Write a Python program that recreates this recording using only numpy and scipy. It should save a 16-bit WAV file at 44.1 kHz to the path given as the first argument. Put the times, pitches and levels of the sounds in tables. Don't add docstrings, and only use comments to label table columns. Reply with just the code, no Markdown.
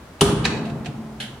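import sys
import numpy as np
from scipy import signal
from scipy.fft import rfft, irfft, next_fast_len
from scipy.io import wavfile
from scipy.ndimage import uniform_filter1d

SR = 44100
rng = np.random.default_rng(int(sys.argv[2]) if len(sys.argv) > 2 else 0)


def bounce(signal):
    frames = np.transpose(np.atleast_2d(signal))
    limited = np.clip(frames, -1, 1)
    pcm = np.round(limited * 32767).astype(np.int16)
    wavfile.write(sys.argv[1], SR, pcm)


def gain_from_decibels(decibels):
    exponent = np.asarray(decibels, float) / 20
    return 10 ** exponent


N = 61739

# freq_hz, density_db_per_hz
FLOOR_SPECTRUM = [(25, -18), (60, -3), (110, -8.5), (170, -8), (400, -13), (1200, -17), (2500, -26.5),
                  (9000, -36.5), (16500, -45)]
# freq_hz, likeness_0_to_1
LIKENESS = [(100, 0.98), (300, 0.98), (700, 0.71), (1500, 0.4), (4000, 0.03), (12000, .15)]
# freq_hz, t60_s
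ROOM_T60 = [(200, 0.86), (1000, 0.63), (3000, 0.53), (8000, 0.42), (14000, 0.35)]
# freq_hz, level_db, width_hz, t60_s
FIREBOX_MODES = [(54.7, -4.5, 5.3, 0.92), (87.6, -7, 18, 1.6), (133.1, -2.5, 13, 2.76),
                 (159.3, 3, 16.2, 1.82), (220.3, -2, 8.3, 3.35), (270.3, -6, 12, 1.73),
                 (302.2, -6.5, 13.6, 2.25), (345.8, -11, 13, 2.54), (407.3, -9.5, 23, 2.4),
                 (501.6, -11, 103, 2.31), (666, -15, 77, 2.7), (848, -14, 74, 3), (1170, -9.5, 290, 1.84)]
# start_s, level_db, pitch_hz, t60_s
THUDS = [(.2165, 0.5, 406.7, 0.18), (.2175, -8, 242, 0.084), (.2175, -24, 340, 0.056),
         (.219, -14.5, 658, .08), (.455, -21, 68, 0.16), (.455, -22, 478.5, 0.11), (.458, -29, 777, 0.045),
         (.665, -30.5, 686, 0.12), (.862, -29.5, 711, 0.13), (.885, -19.5, 135.3, 0.11),
         (1.27, -34, 116, 0.17)]
# start_s, level_db, crack_t60_s, pan_db
TICKS = [
    (.194, -39, .03, -2),
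    (.443, -19.5, 0.082, -10),
    (0.652, -34.5, 0.19, -1),
    (.698, -34.5, 0.078, -6),
    (.847, -31.5, .06, -4),
    (0.858, -24, 0.088, -3),
]
# start_s, level_db, crack_t60_s, pan_db
LIGHT_CLICK = (1.2005, -22, 0.32, -1.5)
KNOCK = (.4517, -7, 0.1082, -1)
SLAM = (.2096, 0, 0.2242, -0.5)
# freq_hz, density_db_per_hz
TICK_COLOUR = [(700, -38.5), (1500, -6), (2600, 2), (4400, -6.5), (5600, -13), (8500, -14), (16000, -47)]
CLICK_COLOUR = [(350, -38), (600, -10.5), (1230, -22), (1570, -5), (2440, -11), (2990, 0), (5330, -18.5),
                (10300, -20.5), (16000, -44)]
KNOCK_COLOUR = [(400, -28), (800, -3), (1700, 0.5), (2600, -2.5), (4200, -9.5), (5500, -10), (9000, -16),
                (11500, -37), (16000, -35)]
SLAM_COLOUR = [(400, -8.5), (1200, -2), (2100, -13.5), (3050, -4.5), (5000, -13), (7800, -14.5),
               (9500, -10), (11500, -23.5), (16000, -37)]
# freq_hz, level_db, t60_s
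HANDLE_MODES = [(750, -7, 0.12), (1675, -26, .05), (1900, -17, 0.045), (2948, -3, 0.084), (3030, -15, 0.41),
                (4240, 0.5, 0.069), (4240, -17, 0.091), (4540, -7.5, 0.037)]
LATCH_MODES = [(735, -16, 0.055), (1650, -8.5, 0.044), (2604, 2, 0.022), (3890, 0.5, 0.031),
               (4370, -0.5, 0.018)]
DOOR_MODES = [(806, -9.5, 0.022), (1310, -9.5, 0.022), (2970, -2, 0.024), (4570, -7, 0.011),
              (6160, -11, 0.022), (9030, -20, 0.025), (9050, -12.5, 0.028), (9990, -8.5, 0.032)]

FLOOR_DB = -43
ROOM_DB, SMALL_ROOM_DB, ROOM_GAP_S = -7.5, -3.5, 0.0024
BOOM_DB, BOOM_RISE_S, BOOM_LAG_S, BOOM_TOP_HZ = -25.5, 0.0033, 0.0061, 1910
SURGE_DB, SURGE_T60_S, KNOCK_BOOM_DB = 12, 0.46, -11
THUD_RISE_S = 0.0019
DOOR_RING_DB, LATCH_RING_DB, HANDLE_RING_DB, TICK_RING_DB = -8.5, -10, -14, -18
CHATTER_S = 0.012
MIC_LOW_HZ, PEAK_LIMIT = 41.8, 0.9
DUCK_FROM_DB, DUCK_SHARE, DUCK_ATTACK_S, DUCK_RELEASE_DB_PER_S = -21.5, 0.5, 0.0077, 103


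def rms_one(x):
    return x / np.sqrt(np.mean(x ** 2) + 1e-20)


def at_hz(points, hz):
    table_hz, value = np.array(points).T
    return np.interp(np.log(hz), np.log(table_hz), value)


def widen(mid, side, hz):
    alike = np.clip(at_hz(LIKENESS, hz), 0, 1)
    common = np.sqrt((1 + alike) / 2) * mid
    return common + np.sqrt((1 - alike) / 2) * side * np.array([[1], [-1]])


def coloured(spectrum):
    hz = np.maximum(np.fft.rfftfreq(N, 1 / SR), 1)
    mid, side = rfft(rng.standard_normal((2, N))) * gain_from_decibels(at_hz(spectrum, hz))
    return rms_one(irfft(widen(mid, side, hz), N))


def decay(start_s, t60_s, rise_s=0.0012):
    t_s = np.maximum(np.arange(N) / SR - start_s, 0)
    return (1 - np.exp(-t_s / rise_s)) * gain_from_decibels(-60 * t_s / t60_s)


def blow(row, colour, modes, ring_db):
    start_s, level_db, crack_t60_s, pan_db = row
    out = 0.5 * coloured(colour) * decay(start_s, crack_t60_s)
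    late = np.r_[0, rng.random(4)]
    touch_at = ((start_s + CHATTER_S * late) * SR).astype(int)
    for hz, mode_db, t60_s in modes:
        touch_db = ring_db + mode_db - 11.7 * late + rng.normal(0, 2.55, 5)
        touches = np.full(N, 1e-18)
        touches[touch_at] = gain_from_decibels(touch_db) * rng.choice([-1, 1], 5)
        r, w = gain_from_decibels(-60 / (t60_s * SR)), 2 * np.pi * hz / SR
        out += signal.lfilter([0, np.sin(w)], [1, -2 * r * np.cos(w), r * r], touches)
    return gain_from_decibels(level_db) * out * gain_from_decibels([[pan_db / 2], [-pan_db / 2]])


def quiet_room():
    return gain_from_decibels(FLOOR_DB) * coloured(FLOOR_SPECTRUM)


def room(x):
    t_s = np.arange(SR) / SR
    echo = np.zeros((2, SR))
    edges_hz = 60 * 2 ** np.arange(0, 8.4, 0.5)
    for low_hz, high_hz in zip(edges_hz, edges_hz[1:]):
        band = signal.butter(2, [low_hz, high_hz], "band", fs=SR, output="sos")
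        mid, side = signal.sosfilt(band, rng.standard_normal((2, SR)))
        echo += widen(mid, side, low_hz) * gain_from_decibels(-60 * t_s / at_hz(ROOM_T60, low_hz))
    echo *= np.clip(t_s / ROOM_GAP_S - 0.5, 0, 1)
    echo /= np.sqrt(np.sum(echo ** 2) / 2)
    size = next_fast_len(2 * N)
    return gain_from_decibels(ROOM_DB) * irfft(rfft(x, size) * rfft(echo, size), size)[:, :N]


def firebox():
    out = np.zeros((2, N))
    start_s = SLAM[0] + BOOM_LAG_S
    surge = gain_from_decibels(SURGE_DB) * decay(start_s, SURGE_T60_S, BOOM_RISE_S)
    for hz, level_db, width_hz, t60_s in FIREBOX_MODES:
        r, w = np.exp(-np.pi * width_hz / SR), 2 * np.pi * hz / SR
        noise = rng.standard_normal((2, N))
        mid, side = signal.lfilter([1, 0, -1], [1, -2 * r * np.cos(w), r * r], noise)
        from_slam = surge + decay(start_s, t60_s, BOOM_RISE_S)
        from_knock = gain_from_decibels(KNOCK_BOOM_DB) * decay(KNOCK[0], t60_s, BOOM_RISE_S)
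        out += gain_from_decibels(level_db) * (from_slam + from_knock) * widen(rms_one(mid), rms_one(side), hz)
    return gain_from_decibels(BOOM_DB) * signal.sosfilt(signal.butter(2, BOOM_TOP_HZ, fs=SR, output="sos"), out)


def thuds():
    t_s = np.arange(N) / SR
    out = np.zeros(N)
    for start_s, level_db, hz, t60_s in THUDS:
        tone = np.sin(2 * np.pi * hz * (t_s - start_s))
        out += gain_from_decibels(level_db) * decay(start_s, t60_s, THUD_RISE_S) * tone
    return out


def handle_ticks():
    return sum(blow(row, TICK_COLOUR, LATCH_MODES, TICK_RING_DB) for row in TICKS)


def light_click():
    return blow(LIGHT_CLICK, CLICK_COLOUR, HANDLE_MODES, HANDLE_RING_DB)


def latch_knock():
    return blow(KNOCK, KNOCK_COLOUR, LATCH_MODES, LATCH_RING_DB)


def door_slam():
    return blow(SLAM, SLAM_COLOUR, DOOR_MODES, DOOR_RING_DB)


def scene():
    small = thuds() + handle_ticks() + light_click()
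    big = latch_knock() + door_slam()
    reflections = room(big + gain_from_decibels(SMALL_ROOM_DB) * small)
    return quiet_room() + reflections + firebox() + small + big


def top_cut(x):
    return signal.sosfilt(signal.butter(12, 16510, fs=SR, output="sos"), x)


def record(dry):
    dry = signal.sosfilt(signal.butter(2, MIC_LOW_HZ, "high", fs=SR, output="sos"), dry)
    power = uniform_filter1d(np.mean(dry ** 2, axis=0), size=200)
    level_db = 10 * np.log10(power + 1e-12)
    cut_db = DUCK_SHARE * np.maximum(level_db - DUCK_FROM_DB, 0)
    release_db = DUCK_RELEASE_DB_PER_S * np.arange(N) / SR
    cut_db = np.maximum(np.maximum.accumulate(cut_db + release_db) - release_db, 0)
    r = np.exp(-1 / (DUCK_ATTACK_S * SR))
    ducked = dry * gain_from_decibels(-signal.lfilter([1 - r], [1, -r], cut_db))
    mix = PEAK_LIMIT * np.tanh(ducked / PEAK_LIMIT)
    return top_cut(mix)


dry = scene()
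out = record(dry)
bounce(out)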